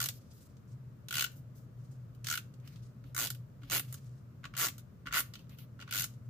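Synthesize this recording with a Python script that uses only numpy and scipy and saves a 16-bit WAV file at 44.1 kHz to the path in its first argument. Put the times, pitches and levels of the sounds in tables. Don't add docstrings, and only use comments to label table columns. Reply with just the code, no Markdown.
import sys
import numpy as np
from scipy import signal
from scipy.fft import rfft, irfft
from scipy.io import wavfile
from scipy.ndimage import uniform_filter1d

SR = 44100
rng = np.random.default_rng(int(sys.argv[2]) if len(sys.argv) > 2 else 0)


def log_audio(samples):
    frames = np.atleast_2d(samples).T
    limited = np.clip(frames, -1, 1)
    pcm = np.round(limited * 32767).astype(np.int16)
    wavfile.write(sys.argv[1], SR, pcm)


def amplitude_ratio(level_db):
    exponent = np.asarray(level_db, float) / 20
    return 10 ** exponent


N = 277389


def steep(x, hz, kind):
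    return signal.sosfilt(signal.butter(3, hz, kind, fs=SR, output="sos"), x)


def rms_one(x):
    return x / np.sqrt(np.mean(x ** 2) + 1e-20)


def at_hz(points, hz):
    point_hz, value = np.array(points).T
    return np.interp(np.log(hz + 1), np.log(point_hz), value)


def wander(per_s):
    return np.interp(np.arange(N) / SR * per_s, np.arange(400), rng.standard_normal(400))


def body(x, modes):
    out, power = 0, 0
    for k, (hz, width_hz, db) in enumerate(modes):
        r = np.exp(-np.pi * width_hz / SR)
        a = [1, -2 * r * np.cos(2 * np.pi * hz / SR), r * r]
        b = np.array([1, 0, -1]) * (1 - r * r) / 2
        out = out + (-1) ** k * amplitude_ratio(db) * signal.lfilter(b, a, x + 1e-18)
        power += amplitude_ratio(db) ** 2 * (1 - r * r) / 2
    return out / np.sqrt(power)


# time_s, lead_samples
PORT_LEAD = [(0, 4), (1, -2), (4.7, -1), (5.1, 3)]


def pair(alike, spread_db):
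    grain_db = spread_db * np.minimum(rng.exponential(1, N), 3)
    shared, *own = rng.standard_normal((3, N)) * amplitude_ratio(grain_db)
    alike = np.clip(alike, 0, 1)
    n = np.arange(N)
    lead = np.round(np.interp(n / SR, *np.transpose(PORT_LEAD))).astype(int)
    shifted = shared[np.clip(n + lead, 0, N - 1)]
    return rms_one(np.sqrt(alike) * np.array([shared, shifted]) + np.sqrt(1 - alike) * np.array(own))


def crackle(alike, modes, even_s):
    x = body(pair(alike, 0.3), modes)
    return x / np.sqrt(uniform_filter1d(x ** 2, int(even_s * SR)) + 1e-3)


def bursts(s, db, pan_db, rise_s, fall_s):
    marks = np.zeros((2, N))
    at = np.round(s * SR).astype(int)
    np.add.at(marks, (slice(None), at), amplitude_ratio(db + np.outer([0.5, -0.5], pan_db)))
    for tau in (rise_s, fall_s):
        marks = signal.lfilter([1], [1, -np.exp(-1 / (tau * SR))], marks + 1e-18)
    return marks / (rise_s * SR)


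# freq_hz, density_db_per_hz
AIR_SPECTRUM = [(20, -50), (40, -71), (80, -18.5), (150, -21), (220, -19.5), (320, -29.5), (600, -31),
                (800, -42), (1250, -37), (2000, -47), (3500, -53.5), (7000, -55), (9500, -61.5),
                (14000, -54.5)]
# centre_hz, width_hz, level_db
DUCT_LINES = [(59, 7.4, -75), (104.3, 33, -61.5), (136.3, 107, -57)]
# freq_hz, likeness_0_to_1
AIR_LIKENESS = [(100, 0.91), (300, 0.77), (700, 0.19), (1500, 0), (5000, 0.012)]


def air():
    hz = np.arange(N // 2 + 1) * SR / N
    mid, side = rfft(rng.standard_normal((2, N)))
    broad = amplitude_ratio(at_hz(AIR_SPECTRUM, hz))
    power = (broad / np.sqrt(np.mean(broad ** 2)) * amplitude_ratio(-60.5)) ** 2
    for centre_hz, width_hz, db in DUCT_LINES:
        line = 1 / (1 + (2 * (hz - centre_hz) / width_hz) ** 2) ** 2
        power = power + line / np.mean(line) * amplitude_ratio(db) ** 2
    alike = np.clip(at_hz(AIR_LIKENESS, hz), 0, 1)
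    both = np.sqrt((1 + alike) / 2) * mid + np.sqrt((1 - alike) / 2) * side * [[1], [-1]]
    return irfft(both * np.sqrt(power), N) * amplitude_ratio([[0.7], [-0.7]])


# time_s, level_db
AIR_FLOW = [
    (0, 4),
    (.35, -12),
    (.6, 0.5),
    (1.2, 0.5),
    (2.3, 1),
    (2.6, -1),
    (4, 2.5),
    (4.5, -4),
    (5.4, -5),
    (6.29, 2),
]


def drone():
    motor_hz, motor_db = 120, -52.5
    duct_hz, duct_width_hz, duct_db = 126, 20, -52.5
    t = np.arange(N) / SR
    duct = body(rng.standard_normal(N + SR), [(duct_hz, duct_width_hz, 0)])
    duct = body(duct, [(duct_hz, 1.01 * duct_width_hz, 0)])
    duct = rms_one(duct[SR:])
    motor = amplitude_ratio(motor_db) * np.sin(2 * np.pi * motor_hz * t)
    flow_db = np.interp(t, *np.transpose(AIR_FLOW))
    return (motor + amplitude_ratio(duct_db) * duct) * amplitude_ratio(flow_db + [[0.7], [-0.7]])


# start_s, level_db
LANDINGS = [
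    (2.149, -55),
    (3.04, -51),
    (3.627, -49),
    (4.441, -52.5),
    (5.055, -46.5),
    (5.959, -50.5),
]
# freq_hz, level_db, t60_s
DESK_TOP_MODES = [(50.1, 4.5, .4), (119, 6.5, 0.32), (275, 0, 0.19)]


def thumps():
    t, out = np.arange(N) / SR, np.zeros(N)
    for s, db in LANDINGS:
        u = np.clip(t - s, 0, None)
        for hz, mode_db, t60_s in DESK_TOP_MODES:
            swing = np.sin(2 * np.pi * hz * u) * (1 - np.exp(-u * hz / 2))
            out += amplitude_ratio(db + mode_db - 60 * u / t60_s) * swing
    return out


# start_s, length_s, centre_hz, mid_db, fizz_db
SLIDES = [(0.111, 0.07, 5000, -70, -66), (0.168, 0.35, 5000, -74.5, -86), (0.326, 0.061, 6500, -70.5, -66),
          (0.4, 0.079, 7100, -65, -69), (0.673, 0.076, 5750, -79.5, -94), (1.318, 0.085, 6000, -73, -67),
          (1.545, 0.1, 6050, -74, -72), (1.764, 0.22, 5960, -79, -87), (1.907, 0.052, 6500, -76, -89),
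          (2.62, 0.14, 2150, -72.5, -81), (2.644, 0.17, 4030, -72, -79), (2.819, .08, 5200, -74.5, -89),
          (3.03, 0.095, 2950, -79, -81), (3.61, 0.36, 2900, -69.5, -75), (3.86, 0.13, 5000, -69.5, -75),
          (3.94, 0.23, 5200, -76.5, -94), (5.365, 0.082, 3270, -74.5, -81),
          (5.494, 0.059, 2370, -66.5, -69), (5.569, 0.079, 3020, -68.5, -66), (5.861, 0.1, 2750, -60, -89),
          (6.106, 0.12, 6000, -87, -95), (6.251, .045, 6500, -77.5, -89)]
# freq_hz, width_hz, level_db
FIZZ_MODES = [(11610, 3430, -4.5), (12600, 1500, 1.5), (14350, 1600, -3.5)]


def rustle():
    out, catch = np.zeros((2, N)), amplitude_ratio(4.3 * wander(60))
    grain = catch * pair(0.28, 2.0)
    fizz = catch * steep(body(pair(0.42, 3.2), FIZZ_MODES), 7800, "high")
    for s, length_s, hz, mid_db, fizz_db in SLIDES:
        now = slice(round(s * SR), min(N, round((s + 1.46 * length_s) * SR)))
        along = np.linspace(0, 1, now.stop - now.start)
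        swell = np.sin(np.pi * along ** 0.52) ** 1.47
        mid = body(grain[:, now], [(hz, 0.64 * hz, 0), (6.0 * hz, 1.11 * hz, -12.0)])
        mid = steep(mid, min(2.2 * hz, 16000), "low")
        out[:, now] += swell * (amplitude_ratio(mid_db + 3.0) * mid + amplitude_ratio(fizz_db + 6.5) * fizz[:, now])
    return out


# start_s, snap_db, shell_rel_db
NOSE_KNOCKS = [(3.04, -60.5, 7), (3.619, -68.5, 14.5), (3.633, -56, 6), (4.433, -63.5, 14),
               (4.441, -45.5, 9), (4.453, -41.5, 8.5), (4.538, -51.5, 11.5), (4.551, -46, 2),
               (5.057, -58, 14.5), (5.063, -46.5, 9), (5.07, -41, 8.5), (5.083, -49, 9), (5.109, -55.5, 15),
               (5.117, -47.5, 1), (5.469, -71, 3), (5.791, -58.5, 10), (5.801, -48, -2), (5.812, -45.5, 0),
               (5.823, -46, 8), (5.877, -52.5, 10), (5.89, -51.5, 8.5)]
# start_s, snap_db, fizz_rel_db, strongest_ring_hz
BRIGHT_FLICKS = [(0.052, -44, -4, 4500), (0.568, -65, -12, 5370), (1.264, -43, -13, 4300),
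                 (1.317, -64, 9, 4900), (2.149, -65.5, 1, 3650), (2.261, -46, -3, 4500),
                 (2.539, -60.5, -5, 5440), (2.6, -69, -6, 5200), (2.65, -70, -11, 4400),
                 (2.675, -50, -5, 3600), (2.759, -56, -23, 3700), (3.3028, -36, 5, 4860),
                 (3.348, -51.5, 2, 3500), (3.926, -45.5, 7, 7700), (3.942, -42, 1, 7350),
                 (4.043, -69, 3, 4400), (4.093, -71, -7, 6250), (4.781, -51, 3.5, 6000),
                 (4.794, -57, 3, 5200), (5.337, -44, -10, 4300), (5.354, -44.5, -9, 2950),
                 (5.392, -55, -11, 3070), (5.494, -59, -1, 4630), (5.586, -52, 2, 2900),
                 (6.032, -36, -13, 4500), (6.138, -62.5, -9, 7150)]


def ticks():
    knocks = [(s, db, shell_db - 3.5, -16.5, 0, -2.5, 2770) for s, db, shell_db in NOSE_KNOCKS]
    flicks = [(s, db, -10, fizz_db - 1.0, -0.5, -3.5, hz) for s, db, fizz_db, hz in BRIGHT_FLICKS]
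    return np.array(knocks + flicks)


# first_tooth_s, last_tooth_s, start_extra_wait_0_to_2, stop_extra_wait_0_to_2, snap_db
STROKES_RUN = [
    (0.0024, 0.087, 0, 1.47, -29.5),
    (1.0846, 1.2414, 0.85, 0.43, -29.5),
    (2.2444, 2.3748, 1.06, 0.8, -30),
    (3.1473, 3.2706, 1.13, 0.45, -32),
    (3.6989, 3.7953, 0.76, 1.82, -30.5),
    (4.5667, 4.684, .7, 1.66, -31),
    (5.1253, 5.2036, 0.64, 0.47, -30.5),
    (5.91, 6.041, 0.53, 1.14, -30.5),
]
TEETH_COUNT = [6, 11, 9, 13, 13, 17, 12, 12]
# shell_rel_db, fizz_rel_db, desk_rel_db, left_right_db
HAND_GRIP = [(-13, -0.5, -7.5, -0.5), (-12, -3.5, -10, 0.5), (-8, -4, -13, 0), (-7, 1, -3.5, -.5),
             (-6, 1, -2.5, -1.5), (-3, 0.5, -5.5, 0), (1, -0.5, -4.5, 0), (-12.5, -1, -10.5, 1)]
# snap_db, shell_db, fizz_db, left_right_db
TOOL_TIPPING = [(2, -13, 0, -2.5), (6, 1, 0.5, 3), (-5, 8.5, 5, -0.5), (-3.5, -15.5, -3.5, -1.5),
                (-1.5, 0.5, 9.5, 2), (2.5, -5, -3, 0), (-3, -7.5, 13, -1.5), (-0.5, -5, 5.5, 0)]
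TREBLE_LEAN = [(3.5, -4.5), (-2.5, 2.5), (2, -10.5), (3.5, -11), (-1, -6), (3.5, 1.5), (-1.5, -1), (0, 7.5)]


def teeth():
    speed_up_teeth, slow_down_teeth, slip_s = 1.17, 1.05, 0.00039
    rows = []
    strokes = zip(STROKES_RUN, TEETH_COUNT, HAND_GRIP, TOOL_TIPPING, TREBLE_LEAN)
    for (first_s, last_s, start, stop, db), count, grip, tip, lean in strokes:
        k, luck = np.arange(count), rng.standard_normal((count, 4))
        waits = 1 + start * np.exp(-k[:-1] / speed_up_teeth) + stop * np.exp(-k[-2::-1] / slow_down_teeth)
        s = first_s + (last_s - first_s) * np.append(0, np.cumsum(waits)) / waits.sum()
        along = k / (count - 1) - 0.5
        s = s + slip_s * luck[:, 0] * (abs(along) < 0.5)
        shorter_wait = np.minimum(np.append(waits[0], waits), np.append(waits, waits[-1]))
        speed = -np.log2(shorter_wait)
        snap_db = db + 1.5 * speed + tip[0] * along + 0.52 * luck[:, 1]
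        snap_db = snap_db - 8.5 * start * np.exp(-k / 1.1)
        shell_db = grip[0] + tip[1] * along + 1.5 * luck[:, 2]
        fizz_db = grip[1] + tip[2] * along + 0.5 * speed
        pan_db = grip[3] + tip[3] * along + 0.89 * luck[:, 3]
        rows += zip(s, snap_db, shell_db, fizz_db, pan_db, grip[2] + 0 * k, lean[0] + lean[1] * along)
    return np.array(rows)


# freq_hz, width_hz, level_db
SHELL_MODES = [(1177, 83, -8), (1360, 84, -11.5), (1464, 85, -1), (1762, 370, -1.5), (2116, 120, -7.5),
               (2750, 120, -12.5)]
# hollow_mode_db, tilt_db_per_octave
PALM_HOLD = [(0.5, -3), (5.5, 2.5), (2.5, 4), (-2.5, -4.5), (-4, 3), (-9, -3), (-3.5, -2), (3, 7), (-3, -4)]


def shell_ring(s, db, pan_db):
    hollow_hz, hollow_mode = 1470, 2
    in_strokes = np.repeat(PALM_HOLD[:-1], TEETH_COUNT, axis=0)
    between = np.tile(PALM_HOLD[-1], (len(s) - sum(TEETH_COUNT), 1))
    hollow_db, tilt_db = np.vstack([in_strokes, between]).T
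    luck, out = rng.standard_normal((len(s), len(SHELL_MODES))), 0
    for k, (hz, width_hz, mode_db) in enumerate(SHELL_MODES):
        hand_db = hollow_db * (k == hollow_mode) + tilt_db * np.log2(hz / hollow_hz) + 1.86 * luck[:, k]
        swell = bursts(s - 0.0003, db + mode_db + hand_db - 12.5, pan_db, 0.0012, 0.0016)
        struck = crackle(0.88, [(hz, width_hz, 0)], 0.009) * swell
        out = out + body(struck, [(hz, 3.0 * width_hz, 0)])
    return steep(out, [980, 3200], "band")


# freq_hz, width_hz, level_db
CARTRIDGE_MODES = [(2900, 560, 0.5), (4390, 1200, 0.5), (5200, 7100, -10), (6500, 980, 1),
                   (7860, 380, -8.5)]


def cartridge_snap(s, db, pan_db, lean_db, tick_hz):
    luck, out = rng.standard_normal((len(s), len(CARTRIDGE_MODES))), 0
    first_tick = len(s) - len(tick_hz)
    for k, (hz, width_hz, mode_db) in enumerate(CARTRIDGE_MODES):
        colour_db = lean_db * np.log2(hz / 4500) + 2.0 * luck[:, k]
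        colour_db[first_tick:] = 5.0 - 9.0 * abs(np.log2(hz / tick_hz))
        swell = bursts(s, db + mode_db + colour_db + 0.091, pan_db, 0.0013, 0.0015)
        out = out + steep(crackle(0.17, [(hz, width_hz, 0)], 0.0008) * swell, 1.52 * hz, "low")
    return steep(out, 1300, "high")


def tape_fizz(s, db, pan_db):
    fizz = crackle(0.18, FIZZ_MODES, 0.00026) * bursts(s, db + 7.0, pan_db, 0.00069, 0.0011)
    return steep(fizz, 6400, "high")


# freq_hz, width_hz, level_db
DESK_MODES = [(267, 16, 4), (430, 434, -1.5), (557, 140, 3.5), (864, 2700, -5.5)]


def desk_sound(s, db):
    push = pair(0.67, 0.7) * bursts(s, db, 0 * s, 0.0042, 0.0024)
    return steep(body(push, DESK_MODES), 1900, "low")


def runner():
    pawl, other = teeth(), ticks()
    s, db, shell_db, fizz_db, pan_db, desk_db, lean_db = np.vstack([pawl, other]).T
    s = s - 0.0004
    snap = cartridge_snap(s, db, pan_db, lean_db, other[:, -1])
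    fizz = tape_fizz(s, db + fizz_db, pan_db)
    shell = shell_ring(s, db + shell_db + 2.0, pan_db)
    return snap + fizz, shell, desk_sound(s, db + desk_db)


def room(x):
    early_t60_s, early_db, late_t60_s, late_db = 0.077, -2, 0.25, -15
    t = np.arange(SR // 2) / SR
    early, late = rng.standard_normal((2, 2, len(t)))
    early = early * amplitude_ratio(-60 * t / early_t60_s) * np.clip(t / 0.0022, 0, 1)
    late = signal.lfilter([1], [1, -0.3], late) * amplitude_ratio(-60 * t / late_t60_s) * np.clip(t / 0.014, 0, 1)
    answer = amplitude_ratio(early_db) * early / np.linalg.norm(early[0])
    answer = answer + amplitude_ratio(late_db) * late / np.linalg.norm(late[0])
    return signal.fftconvolve(x, answer, axes=1)[:, :N]


def scene():
    tool, shell, desk = runner()
    background = air() + drone() + thumps() + rustle()
    return background + amplitude_ratio(1.0) * desk + tool + shell + room(tool + amplitude_ratio(-1.0) * shell)


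def band_limit(x):
    return signal.sosfilt(signal.butter(12, 16680, fs=SR, output="sos"), x)


def record(dry):
    top_hz = 15620
    mix = steep(dry, 30, "high")
    mix = signal.sosfilt(signal.cheby2(24, 40, top_hz, fs=SR, output="sos"), mix)
    return band_limit(mix)


dry = scene()
out = record(dry)
log_audio(out)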